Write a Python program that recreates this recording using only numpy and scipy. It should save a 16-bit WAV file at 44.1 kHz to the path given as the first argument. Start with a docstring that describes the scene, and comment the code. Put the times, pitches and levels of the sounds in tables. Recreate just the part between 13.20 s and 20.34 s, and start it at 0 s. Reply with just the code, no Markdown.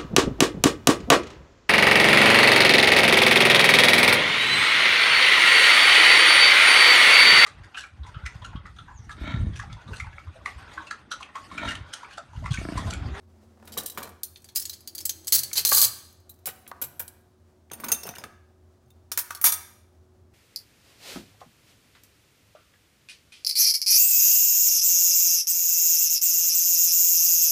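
"""Steel cutlery is sorted on a kitchen counter with a plastic tray: forks are nudged, a handful jangles, spoons are laid down.
Each touch is a chatter of micro-impacts on damped steel modes, with a clear ting and a thud of the tray's own modes;
the main clinks settle in a soft rebound. Handles knock, the tray bumps dully and slides rustle and drone.
A small kitchen rings on behind it as a diffuse noise tail, over a low wavering appliance hum and still room air."""
import sys
import numpy as np
from scipy import signal
from scipy.fft import rfft, irfft, next_fast_len
from scipy.io import wavfile

SR = 44100
rng = np.random.default_rng(int(sys.argv[2]) if len(sys.argv) > 2 else 0)


def int16_out(signal):
    """Quantize to a 16-bit WAV file."""
    q = np.round(np.clip(np.atleast_2d(signal).T, -1, 1) * 32767)
    wavfile.write(sys.argv[1], SR, q.astype(np.int16))


N = 314768
RING = np.arange(SR * 3 // 10) / SR  # time axis in seconds of a single ringing sound

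# Forks touching steel on steel in the tray. Each row: start in seconds, level in dB before the trim of the lot,
# chatter length in seconds, brightness in dB per octave, tray level in dB before its trim, clearest note in Hz.
FORK_CLINKS = [(0.475, -49, 0.003, -5, -52.5, 3680), (0.521, -44.5, .019, -7, -72, 4660),
               (0.575, -28.5, 0.015, -5.5, -46.5, 3880), (0.661, -31, 0.0056, -2.5, -69, 8930),
               (0.699, -38, .004, -3.5, -64, 3890), (0.775, -39, 0.011, -1.5, -40, 6860),
               (0.828, -39, 0.0064, -6, -45, 4130), (3.094, -45, 0.0048, 4, -92, 4040),
               (3.257, -30, .014, -.5, -51, 12200), (3.273, -34.5, 0.0056, 7, -40.5, 9450),
               (3.288, -39.5, .002, -8, -46.5, 2890), (3.477, -45, 0.0036, -1.5, -59, 11030),
               (3.616, -27.5, .011, 2, -44, 12230), (3.638, -37.5, 0.0046, -1, -51, 7800),
               (3.795, -30, 0.0086, 2.5, -44.5, 12470)]
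# Strongest modes of the forks. Each row: frequency in Hz, relative level in dB, t60 in seconds.
FORK_MODES = [(2920, -8, 0.12), (3130, -6, 0.05), (3890, 1.5, 0.023), (4650, -33, 0.066), (4700, -33, 0.06),
              (5650, -0.5, 0.018), (7600, 8, 0.029), (8190, 6.5, 0.046), (9000, 4, 0.056), (9530, 9, 0.043),
              (10110, 9.5, 0.042), (10970, 11, 0.043), (11300, -2, 0.06), (11940, 9, 0.037),
              (12540, 8, 0.041), (11800, 3, 0.049), (13000, 10.5, 0.043), (13200, 15, 0.065),
              (13000, 13, 0.074), (14700, -10, 0.071), (15000, 12, 0.052), (15400, 5, 0.06)]
# Forks shifting under the fingers. Each row: start in seconds, end in seconds, typical level in dB.
FORK_STIRS = [(.45, .5, -54), (.6, .66, -46), (.72, .77, -57), (.84, .89, -53), (3.13, 3.18, -68),
              (3.36, 3.41, -61), (3.87, 3.89, -52.5)]


def nudged_forks(tray):
    """Forks are nudged against each other: damped steel under a dense chatter."""
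    pile = steel(FORK_MODES, crowd_db=-5.0, crowd_t60=0.054, free_db=-38, free_t60=0.26, count=160)
    clinks = settling(FORK_CLINKS, loss_db=11.5) + ticking(FORK_STIRS, FORK_MODES)
    return cutlery(clinks, pile, tray, steel_db=0, tray_db=2.5, tray_tilt_db=0.5,
                   clicks_per_s=900, size_spread=0.027, ting_t60=0.044, note_share=0.11)


# A handful of cutlery touching steel on steel. Each row: start in seconds, level in dB, chatter length in seconds,
# brightness in dB per octave, tray level in dB before its trim, clearest note in Hz.
HANDFUL_CLINKS = [(1.033, -27.5, .002, 1.5, -61, 9300), (1.159, -47, 0.0017, -20, -73, 3580),
                  (1.244, -48.5, .003, -6, -74, 4650), (1.288, -49.5, .004, -14, -61, 4300),
                  (1.351, -38, 0.0054, 2, -72, 4910), (1.359, -23.5, .003, -2, -73, 4930),
                  (1.366, -25, .016, 0, -66, 5080), (1.397, -32, 0.0074, 1, -69.5, 9630),
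                  (1.416, -36.5, 0.013, -2.5, -65, 5400), (1.454, -31.5, 0.0015, -5, -73, 6880),
                  (1.496, -33.5, 0.0051, -3, -73, 4030), (1.53, -41, 0.01, -5.5, -79, 4500),
                  (1.675, -34.5, 0.00099, -4, -71.5, 4680), (1.75, -36.5, 0.0092, 0.5, -72.5, 4700),
                  (1.78, -35.5, .011, -4.5, -78, 4690), (1.805, -38.5, 0.0084, -2, -64, 5300),
                  (1.853, -23, 0.0027, 0.5, -59, 7850), (1.894, -24, .001, -3.5, -52.5, 6410),
                  (2.071, -33, .004, -1.5, -59.5, 7770), (2.079, -27.5, 0.0042, -2.5, -59, 7900),
                  (2.123, -15.5, .003, -0.5, -49.5, 4405), (2.234, -27.5, .003, -2.5, -58, 4500),
                  (2.331, -27.5, 0.0037, -2.5, -60.5, 6100), (2.45, -16, .002, -3, -35, 12740)]
# Strongest modes of the handful. Each row: frequency in Hz, relative level in dB, t60 in seconds.
HANDFUL_MODES = [(3250, -17, 0.066), (4296, -2.5, 0.024), (4870, -5.5, 0.03), (6270, -3.5, 0.06),
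                 (6590, -6, 0.047), (6824, -4.5, 0.053), (7960, -1, 0.06), (8430, -14.5, 0.053),
                 (9030, -6, 0.049), (9610, -2.5, 0.043), (10450, 1.5, 0.051), (10800, -11.5, 0.065),
                 (11800, -1.5, 0.054), (12270, 2, 0.068), (12330, 1, 0.056), (13900, -10, 0.06),
                 (14630, -4, 0.055), (14600, -8, 0.06), (15300, -5, 0.06)]
# The handful shifting under the fingers. Each row: start in seconds, end in seconds, typical level in dB.
HANDFUL_STIRS = [(1.17, 1.34, -60.5), (1.6, 1.62, -51), (2.04, 2.07, -40), (2.87, 3.0, -69.5)]


def jangling_handful(tray):
    """A handful jangles in sparse chatters, and tumbles piece over piece in denser ones."""
    pile = steel(HANDFUL_MODES, crowd_db=-1.0, crowd_t60=0.059, free_db=-43, free_t60=.28, count=200)
    clinks = settling(HANDFUL_CLINKS, loss_db=17) + ticking(HANDFUL_STIRS, HANDFUL_MODES)
    jangle = cutlery(clinks, pile, tray, steel_db=0, tray_db=-1.0, tray_tilt_db=1.0,
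                     clicks_per_s=220, size_spread=.06, ting_t60=0.071, note_share=.15)
    tumble = cutlery(tumbling(), pile, tray, steel_db=0, tray_db=-1.5, tray_tilt_db=0.5,
                     clicks_per_s=450, size_spread=.075, ting_t60=0.046, note_share=.08)
    return jangle + tumble


# Level of the steel through each tumble of the handful: one list per tumble.
# Each row of a list: time in seconds, level in dB before trim and scatter.
TUMBLES = [
    [(2.13, -15), (2.158, -15), (2.168, -27.5), (2.19, -22.5), (2.205, -35.5)],
    [(2.357, -29), (2.373, -21), (2.401, -21), (2.41, -32.5)],
    [(2.46, -19.5), (2.508, -21.5), (2.552, -13), (2.598, -21.5), (2.606, -14.5), (2.652, -18.5),
     (2.675, -31)],
]
# How each tumble lands. Each row: mean brightness in dB per octave, tray in dB against the steel before its trim.
TUMBLE_LANDINGS = [(0.5, -31), (-4.5, -21.5), (0.76, -28)]
TUMBLE_GAP_S, TUMBLE_CHATTER_S, TUMBLE_TRIM_DB = .011, .01, -2.5
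TUMBLE_NOTE_HZ, TUMBLE_NOTE_OCTAVES = 4400, 0.085  # centre and scatter of the notes
TUMBLE_SCATTER_DB, TUMBLE_BRIGHTNESS_SCATTER = 2.5, 1.5


def tumbling():
    """A close, uneven run of clinks through each tumble, with notes scattered round one pitch."""
    clinks = []
    for curve, (brightness, tray_db) in zip(TUMBLES, TUMBLE_LANDINGS):
        times, levels = np.transpose(curve)
        for s in np.arange(times[0], times[-1], TUMBLE_GAP_S):
            force, hardness, size = rng.uniform(-1.2, 1, 3) * np.sqrt(3)
            db = np.interp(s + TUMBLE_GAP_S / 2, times, levels) + TUMBLE_TRIM_DB + TUMBLE_SCATTER_DB * force
            start = s + TUMBLE_GAP_S * rng.uniform(-.2, .2)
            edge = brightness + TUMBLE_BRIGHTNESS_SCATTER * hardness
            note_hz = TUMBLE_NOTE_HZ * 2 ** (TUMBLE_NOTE_OCTAVES * size)
            clinks.append((start, db, TUMBLE_CHATTER_S, edge, db + tray_db, note_hz))
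    return clinks


# Spoons touching steel on steel in the tray. Each row: start in seconds, level in dB before the trim of the lot,
# chatter length in seconds, brightness in dB per octave, tray level in dB, clearest note in Hz.
SPOON_CLINKS = [(4.516, -40, 0.0037, -3, -41.5, 6340), (4.534, -35.5, 0.0025, -2, -47.5, 9080),
                (4.6, -42, 0.0065, 5, -47, 11600), (4.641, -32.5, 0.0078, 0, -37.5, 15230),
                (4.684, -30.5, 0.007, -2, -46, 6520), (4.718, -15.5, 0.0069, 1, -37.5, 6360),
                (4.727, -28, .005, -2.5, -42.5, 6500), (4.833, -36, 0.0047, -5, -48.5, 5520),
                (4.867, -38, 0.0061, 3, -43.5, 12000), (4.89, -36, 0.0032, -2, -38, 5980),
                (4.953, -44, 0.01, -8, -51, 2860), (4.984, -39.5, 0.0021, -4.5, -45.5, 5060),
                (5.039, -44, 0.0027, -8, -39.5, 2660)]
# Strongest modes of the spoons. Each row: frequency in Hz, relative level in dB, t60 in seconds.
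SPOON_MODES = [(2676, -14, 0.0488), (3665, -16.5, 0.037), (4880, -23, .05), (5300, -19, .05),
               (6390, -5, 0.059), (8880, -1, 0.095), (9920, -4.5, .08), (10400, -14, .06),
               (11400, -17, 0.071), (11700, -1.5, 0.082), (13700, -8, .09), (14930, -2.5, 0.074)]
# Spoons shifting under the fingers. Each row: start in seconds, end in seconds, typical level in dB.
SPOON_STIRS = [(4.55, 4.59, -55), (4.745, 4.77, -41), (4.85, 4.865, -44), (4.905, 4.93, -50),
               (5.65, 5.72, -70)]


def laid_spoons(tray):
    """Spoons are laid down: well-damped steel with a strong clear note."""
    pile = steel(SPOON_MODES, crowd_db=-4.0, crowd_t60=0.022, free_db=-50.5, free_t60=0.17, count=130)
    clinks = settling(SPOON_CLINKS, loss_db=15) + ticking(SPOON_STIRS, SPOON_MODES)
    return cutlery(clinks, pile, tray, steel_db=-1.5, tray_db=0, tray_tilt_db=-2.0,
                   clicks_per_s=770, size_spread=0.031, ting_t60=0.052, note_share=0.29)


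# Teaspoons touching steel on steel in the tray. Each row: start in seconds, level in dB before the trim of the lot,
# chatter length in seconds, brightness in dB per octave, tray level in dB before its trim, clearest note in Hz.
TEASPOON_CLINKS = [(5.917, -28.5, 0.0039, -3.5, -38.5, 5450), (5.975, -22.5, .007, -1.5, -38.5, 14800),
                   (5.987, -24.5, .006, 1.5, -38, 14400), (6.107, -38, 0.0015, -4, -50, 2540),
                   (6.149, -37.5, 0.0036, -1, -48, 4400), (6.214, -27.5, 0.0015, 7, -45, 15200),
                   (6.241, -13, 0.0069, 1.5, -31, 10100), (6.251, -15.5, .026, -2, -32, 11760),
                   (6.302, -32.5, 0.002, -3, -40.5, 9000), (6.321, -22, .007, -1.5, -39.5, 8900)]
# Strongest modes of the teaspoons. Each row: frequency in Hz, relative level in dB, t60 in seconds.
TEASPOON_MODES = [(3538, -13, 0.15), (4845, -13, 0.05), (5787, -5.5, 0.088), (6240, -11, 0.059),
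                  (6510, -10, 0.082), (6640, -19, .07), (8340, -18, .07), (8900, 0, 0.11), (9030, -9, .14),
                  (9400, -16.5, .08), (10130, -3.5, 0.099), (10060, -7.5, .1), (11600, -8, .1),
                  (11480, -1.5, 0.077), (11725, 3, 0.097), (12263, -12.5, 0.073), (13318, -5, .1),
                  (13840, -17, .1), (14900, -5, 0.09), (15700, -8.5, .1), (15800, -4, .1)]
# Teaspoons shifting under the fingers. Each row: start in seconds, end in seconds, typical level in dB.
TEASPOON_STIRS = [(5.93, 5.965, -42)]
LET_GO_S = 6.2


def teaspoons(tray):
    """A teaspoon is damped by the fingers, and rings freely once it is let go."""
    gripped = steel(TEASPOON_MODES, crowd_db=2, crowd_t60=0.0486, free_db=-51.5, free_t60=.15, count=150)
    free = steel(TEASPOON_MODES, crowd_db=-5.5, crowd_t60=0.047, free_db=-24.5, free_t60=0.32, count=220)
    held = settling([clink for clink in TEASPOON_CLINKS if clink[0] < LET_GO_S], loss_db=13)
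    held += ticking(TEASPOON_STIRS, TEASPOON_MODES)
    dropped = settling([clink for clink in TEASPOON_CLINKS if clink[0] >= LET_GO_S], loss_db=7.5)
    out = cutlery(held, gripped, tray, steel_db=0.5, tray_db=-1.5, tray_tilt_db=6.5,
                  clicks_per_s=450, size_spread=0.11, ting_t60=0.033, note_share=0.081)
    out += cutlery(dropped, free, tray, steel_db=-0.5, tray_db=-1.0, tray_tilt_db=8.5,
                   clicks_per_s=750, size_spread=0.027, ting_t60=0.059, note_share=0.15)
    return out


def cutlery(clinks, pile, tray, steel_db, tray_db, tray_tilt_db, clicks_per_s, size_spread, ting_t60, note_share):
    """Each clink rings one piece, rattles the pile and shakes the tray under it."""
    out = np.zeros(N)
    tray_colour_db = tray_tilt_db * np.log2(np.minimum(tray[0], 1200) / 1200)
    share = np.clip(note_share, 0, 1)  # part of the steel's power in its clearest note
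    for s, level_db, chatter_s, brightness, thud_db, note_hz in clinks:
        colour_db = brightness * np.log2(np.clip(pile[0], 3500, 14000) / 8000)
        rattle = touch(pile, colour_db, chatter_s, clicks_per_s, size_spread)
        sung = np.sqrt(1 - share) * rattle + np.sqrt(share) * ting(note_hz, chatter_s, ting_t60)
        thud = touch(tray, tray_colour_db, chatter_s, clicks_per_s, 0, count=1)
        add(out, s, from_db(level_db + steel_db) * sung + from_db(thud_db + tray_db) * thud)
    return out


def settling(clinks, loss_db):
    """A piece that lands rocks back once, more softly: each clink plus its rebound after the chatter."""
    rebounds = []
    for s, db, chatter_s, brightness, thud_db, hz in clinks:
        start = s + chatter_s + rng.uniform(0.0052, 0.0104)
        rebounds.append((start, db - loss_db, 0.013, brightness, thud_db - loss_db, hz))
    return list(clinks) + rebounds


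TICK_GAP_S, TICK_CHATTER_S = .025, 0.0026


def ticking(stirs, modes):
    """Pieces shift under the fingers in faint clinks at uneven gaps, each on one of the pile's notes."""
    clinks = []
    for start, end, level_db in stirs:
        for s in np.arange(start, end, TICK_GAP_S):
            db = level_db + 6 * rng.standard_normal()
            note_hz = rng.choice(np.array(modes)[:, 0])
            # brightness -2.5 dB per octave, tray 22 dB under the steel before the trims
            clinks.append((s + TICK_GAP_S * rng.uniform(0, .5), db, TICK_CHATTER_S, -2.5, db - 22, note_hz))
    return clinks


def touch(thing, colour_db, chatter_s, clicks_per_s, size_spread, count=3):
    """A first impact and a chatter of others, on a few pieces that each favour other modes."""
    hz, rings = thing
    t = RING[:SR // 20]
    spots = from_db(colour_db + 3.1 * rng.standard_normal((count, len(hz))))
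    spots = spots * rng.choice([-1, 1], (count, len(hz)))
    pieces = [stretch(ring, size_spread * rng.uniform(-1, 1)) for ring in spots.astype(np.float32) @ rings]
    crack = 1 + .5 * np.exp(-RING / 0.0011)  # the first millisecond of every impact stands out
    hits = rng.random((count, len(t))) < clicks_per_s / count / SR
    clicks = hits * (t < chatter_s) * from_db(-1.0 + 3.5 * rng.standard_normal(hits.shape))
    clicks[0, 0] = 1.3  # the first impact
    ringing = signal.fftconvolve(clicks, crack * np.array(pieces), axes=1).sum(axis=0)
    return unit_onset(ringing[:len(RING)], chatter_s)


def ting(hz, chatter_s, t60, count=6):
    """The clearest note of the struck piece: a beating cluster of close modes, with starts spread over the chatter."""
    cluster = hz * (1 + 0.028 * rng.uniform(-1, 1, (count, 1)))
    starts = np.arange(count)[:, None] / count * chatter_s
    age = RING - starts
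    rings = (age > 0) * np.exp(-np.log(1000) * np.abs(age) / t60) * np.sin(2 * np.pi * cluster * age)
    return unit_onset(rings.sum(axis=0), chatter_s)


def stretch(ring, octaves):
    """The same ringing from a slightly larger or smaller piece."""
    length = next_fast_len(round(len(ring) * 2 ** octaves))
    return np.r_[irfft(rfft(ring), length), np.zeros(len(ring))][:len(ring)]


def unit_onset(sound, chatter_s):
    """Scale so that the chatter and the 8 ms after it have unit rms."""
    loud_part = sound[:round((max(chatter_s, 0) + .008) * SR)]
    return sound / np.sqrt(np.mean(loud_part ** 2) + 1e-20)


def body(modes, crowd, crowd_db, crowd_t60, free_db, free_t60, count):
    """Mode frequencies and their ringing: the strong modes, plus a crowd of weak ones at random pitches."""
    hz, db, t60 = np.transpose(modes)
    low, high = crowd[0][0], crowd[-1][0]
    crowd_hz = low + (high - low) * (np.arange(count) + rng.random(count)) / count
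    strong, weak = from_db(db), from_db(at_hz(crowd, crowd_hz))
    gain = np.r_[strong / np.linalg.norm(strong), from_db(crowd_db) * weak / np.linalg.norm(weak)]
    hz = np.r_[hz, crowd_hz]
    weak_t60 = crowd_t60 * 2 ** rng.uniform(-1, 1, count)
    t60 = np.maximum(np.r_[t60, weak_t60], 1e-3)[:, None]
    # neighbours damp most of the motion at once; a small free part sings on
    fade = np.exp(-np.log(1000) * RING / t60) + from_db(free_db) * np.exp(-np.log(1000) * RING / free_t60)
    rings = gain[:, None] / np.sqrt(t60) * fade * np.cos(2 * np.pi * hz[:, None] * RING)
    return hz, rings.astype(np.float32)


# The crowd of weaker modes in any pile of steel. Each row: frequency in Hz, relative level in dB.
STEEL_CROWD = [(1500, -14), (2500, -12), (3400, -5.5), (4300, -1.5), (6000, 2.5), (9000, 0), (12500, 2.5),
               (16000, 6)]


def steel(modes, **ringing):
    """A pile of cutlery: its own strong modes over the crowd common to all the steel."""
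    return body(modes, STEEL_CROWD, **ringing)


# Strongest modes of the plastic tray. Each row: frequency in Hz, relative level in dB, t60 in seconds.
TRAY_MODES = [(165, -13, 0.062), (224, -7, 0.16), (306, -5.5, .07), (459.5, 2, 0.027), (584, -9, 0.076),
              (757, -5, 0.13), (935, -2.5, 0.048), (1150, -1, 0.043), (1264, -3.5, 0.06),
              (1500, -3.5, 0.021), (1744, -10, 0.021), (2318, -1, 0.016)]
# The crowd of weaker modes in the tray. Each row: frequency in Hz, relative level in dB.
TRAY_CROWD = [(100, 1), (300, -9), (600, -1.5), (1200, -0.5), (2000, -3), (3500, -6), (6000, -17.5)]


def plastic_tray(**ringing):
    """The tray on the counter: a few strong low modes and a crowd of weaker ones."""
    return body(TRAY_MODES, TRAY_CROWD, count=130, **ringing)


# Handles knocking on the plastic. Each row: start in seconds, level in dB before the trim,
# chatter length in seconds, centre frequency in Hz.
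KNOCKS = [(0.57, -37, 0.0028, 970), (0.573, -37, 0.013, 457), (0.775, -33, 0.0027, 1070),
          (0.79, -43.5, 0.019, 900), (0.82, -41.5, 0.0069, 1080), (2.314, -43, 0.0021, 2004),
          (2.518, -21.5, .005, 1234), (2.573, -35, .004, 1078), (2.63, -37.5, 0.0025, 1203),
          (3.466, -51, 0.0022, 2540), (3.515, -35, 0.0018, 1080), (4.513, -46, 0.0021, 1440),
          (4.637, -35, 0.0042, 1180), (4.686, -39.5, 0.019, 1100), (4.854, -40.5, 0.0068, 460),
          (4.878, -40.5, .003, 1180), (5.039, -37, .0023, 1168), (5.046, -51, 0.0033, 437),
          (5.975, -33.5, 0.0046, 1490), (6.106, -31, 0.003, 1327), (6.241, -24.5, .005, 1290)]


def knocks(gain_db, focus_db):
    """A handle on plastic favours the tray modes round one pitch, set by where it lands."""
    # a handle that is pressed on the plastic damps it
    pressed = plastic_tray(crowd_db=1, crowd_t60=.02, free_db=-50, free_t60=.15)
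    out = np.zeros(N)
    for s, level_db, chatter_s, centre_hz in KNOCKS + jostling():
        colour_db = -focus_db * np.minimum(np.abs(np.log2(pressed[0] / centre_hz)), 2.2)
        knock = touch(pressed, colour_db, chatter_s, clicks_per_s=690, size_spread=0)
        add(out, s, from_db(level_db + gain_db) * knock)
    return out


# Handles jostling against the tray walls. Each row: start in seconds, end in seconds,
# level in dB before scatter and trim, centre frequency in Hz.
JOSTLES = [(0.365, .45, -56.5, 750), (0.841, .88, -46.5, 890), (4.491, 4.51, -51, 2200),
           (4.656, 4.71, -43.5, 1390), (4.934, 4.975, -45, 1500), (5.012, 5.035, -60, 2200)]


def jostling():
    """Small knocks at uneven gaps and strengths."""
    small_knocks = []
    for start, end, db, hz in JOSTLES:
        for s in np.arange(start, end, TICK_GAP_S):
            late_s = TICK_GAP_S * rng.uniform(0, 0.46)
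            small_knocks.append((s + late_s, db + rng.uniform(-7.2, 6), TICK_CHATTER_S, hz))
    return small_knocks


# Dull bumps of the tray on the counter. Each row: start in seconds, peak of the envelope in dB, frequency in Hz.
BUMPS = [(2.152, -47.5, 127.3), (2.379, -54, 150), (2.516, -49, 125), (2.635, -46.5, 116.7),
         (3.635, -54, 139), (4.7, -50, 71.8), (5.039, -61, 119), (5.64, -55.5, 122.2)]


def bumps(swell_s):
    """Soft, low thuds: sines that swell to a peak and fade."""
    out = np.zeros(N)
    swell = RING / swell_s * np.exp(1 - RING / swell_s)
    for s, peak_db, hz in BUMPS:
        add(out, s, from_db(peak_db) * swell * np.sin(2 * np.pi * hz * RING))
    return out


# A hand or a pile sliding over the plastic. Each row: time of the peak in seconds, rustle level in dB before the trim,
# half-length in seconds, drone frequency in Hz, drone level in dB.
SLIDES = [(0.238, -64.5, 0.18, 220.5, -57), (0.54, -53, 0.12, 218, -51.5), (0.604, -44.5, 0.059, 464, -53),
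          (0.837, -45.5, 0.087, 455, -55.5), (1.892, -60, 0.25, 323, -61), (2.427, -55, .25, 320, -72),
          (3.606, -61.5, 0.4, 711, -67), (4.668, -45.5, 0.1, 233, -49.5), (4.881, -53.5, 0.056, 710, -50),
          (5.013, -52, 0.096, 244.4, -62.5)]
# Colour of the rustle. Each row: frequency in Hz, relative density in dB per Hz.
RUSTLE_COLOUR = [(60, -4.5), (130, -5.5), (240, 1), (400, -4.5), (600, -2.5), (1000, -10), (1500, -13.5),
                 (2500, -21), (6000, -21.5), (15000, -31)]
HANDLING_DB = -66  # rustle that goes on between slides, before the trim


def rustle(trim_db):
    """Moving hands rustle as coloured noise that flutters, and swells and fades with each slide."""
    t = np.arange(N) / SR
    power = from_db(HANDLING_DB) ** 2
    for s, db, half_s, _, _ in SLIDES:
        power = power + from_db(db) ** 2 * np.exp(-2 * ((t - s) / half_s) ** 2)
    return np.sqrt(power) * from_db(trim_db + 1.5 * drift(30)) * noise(RUSTLE_COLOUR)


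def drones():
    """Rubbing excites one narrow resonance for as long as each slide lasts."""
    out = np.zeros(N)
    for s, _, half_s, hz, db in SLIDES:
        start = max(s - 2 * half_s, 0)
        t = np.arange(start, s + 2 * half_s, 1 / SR)
        add(out, start, from_db(db) * np.exp(-((t - s) / half_s) ** 2) * wavering(hz, t - start))
    return out


def wavering(hz, t, count=100):
    """Narrow noise round one pitch, of roughly unit rms: two quadrature tones with wandering strengths."""
    knots_per_s = 32
    a, b = (np.interp(t * knots_per_s, np.arange(count), knots) for knots in rng.standard_normal((2, count)))
    return a * np.cos(2 * np.pi * hz * t) + b * np.sin(2 * np.pi * hz * t)


# Kitchen reverberation time. Each row: frequency in Hz, t60 in seconds.
ROOM_T60 = [(150, 0.82), (600, 0.61), (1400, 0.6348), (4000, 0.6456), (9000, 0.4964), (15000, 0.42)]
# Kitchen reverberation colour. 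Each row: frequency in Hz, relative level in dB.
ROOM_COLOUR = [(150, -0.5), (600, 2.5), (1400, 4.5), (4000, -3), (9000, -3), (15000, -4.5)]


def kitchen(x, wet_db, first_echo_s):
    """Diffuse echoes from walls and cupboards: noise bands that broadly die sooner in the treble."""
    t = np.arange(SR) / SR
    edges = np.geomspace(80, 17000, 13)
    tail = np.zeros(SR)
    for low, high in zip(edges, edges[1:]):
        hz = np.sqrt(low * high)
        bandpass = signal.butter(2, [low, high], "band", fs=SR, output="sos")
        band = signal.sosfilt(bandpass, rng.standard_normal(SR))
        tail += band * from_db(at_hz(ROOM_COLOUR, hz) - 60 * t / at_hz(ROOM_T60, hz))
    tail *= np.clip(t / first_echo_s - 1, 0, 1)  # silent up to the first echo, then fading in
    return from_db(wet_db) * signal.fftconvolve(x, tail / np.linalg.norm(tail))[:N]


# Appliance hum in the kitchen. Each row: frequency in Hz, level in dB, waver as a share of the tone.
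HUM = [(83.7, -61, 0.29), (228, -74, 0.42), (368.6, -68.5, 0.24)]


def appliance_hum():
    """Low steady tones, each wavering in strength and phase."""
    t = np.arange(N) / SR
    out = np.zeros(N)
    for hz, db, waver in HUM:
        wander = 1 + waver * (drift(12) + 1j * drift(16))
        out += from_db(db) * np.sqrt(2) * np.real(wander * np.exp(2j * np.pi * hz * t))
    return out


# Still air of the room. Each row: frequency in Hz, relative density in dB per Hz.
AIR = [(15, -55), (25, -19.5), (53, -15), (64, -8), (87, 2.5), (137, -13.5), (217, -17), (335, -15.5),
       (363, -15), (476, -31.5), (624, -23.5), (1440, -34), (2000, -52.5), (3620, -46), (16000, -54.5)]


def room_air(rms_db):
    """Steady coloured noise, heaviest in the bass."""
    return from_db(rms_db) * noise(AIR)


def noise(spectrum):
    """Steady coloured noise of unit rms."""
    hz = np.arange(N // 2 + 1) * SR / N
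    return rms_one(irfft(rfft(rng.standard_normal(N)) * from_db(at_hz(spectrum, hz)), N))


def drift(rate):
    """Slow random wander of spread just under 1, through `rate` random points per second."""
    knots = rng.standard_normal(1000)
    return np.interp(np.arange(N) / SR * rate, np.arange(len(knots)), knots)


def from_db(db):
    """Decibels to gain."""
    return 10 ** (np.asarray(db) / 20)


def rms_one(x):
    """Scale to unit rms."""
    return x / np.sqrt(np.mean(x ** 2) + 1e-20)


def at_hz(points, hz):
    """Read a table on a log-frequency axis."""
    f, value = np.transpose(points)
    return np.interp(np.log(np.maximum(hz, 1)), np.log(f), value)


def add(track, s, sound):
    """Mix a sound into a track at time s."""
    i = max(round(s * SR), 0)
    track[i:i + len(sound)] += sound[:N - i]


def scene():
    """Four lots of cutlery and the tray, in the kitchen."""
    tray = plastic_tray(crowd_db=0.5, crowd_t60=0.05, free_db=-37.5, free_t60=0.35)
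    dry = nudged_forks(tray) + jangling_handful(tray) + laid_spoons(tray) + teaspoons(tray)
    dry += knocks(gain_db=-1.5, focus_db=13.5) + bumps(swell_s=0.03)
    echoes = kitchen(dry, wet_db=-14.5, first_echo_s=0.0034)
    background = rustle(trim_db=-1.5) + drones() + appliance_hum() + room_air(rms_db=-61.5)
    return (dry + echoes + background)[None]


def record(dry):
    """The deepest bass falls away, peaks are rounded and the top is cut."""
    thinned = signal.sosfilt(signal.butter(2, 35, "high", fs=SR, output="sos"), dry)
    rounded = 0.71 * np.tanh(thinned / 0.73)
    return signal.sosfilt(signal.ellip(12, .1, 80, 15850, fs=SR, output="sos"), rounded)


dry = scene()
out = record(dry)
int16_out(out)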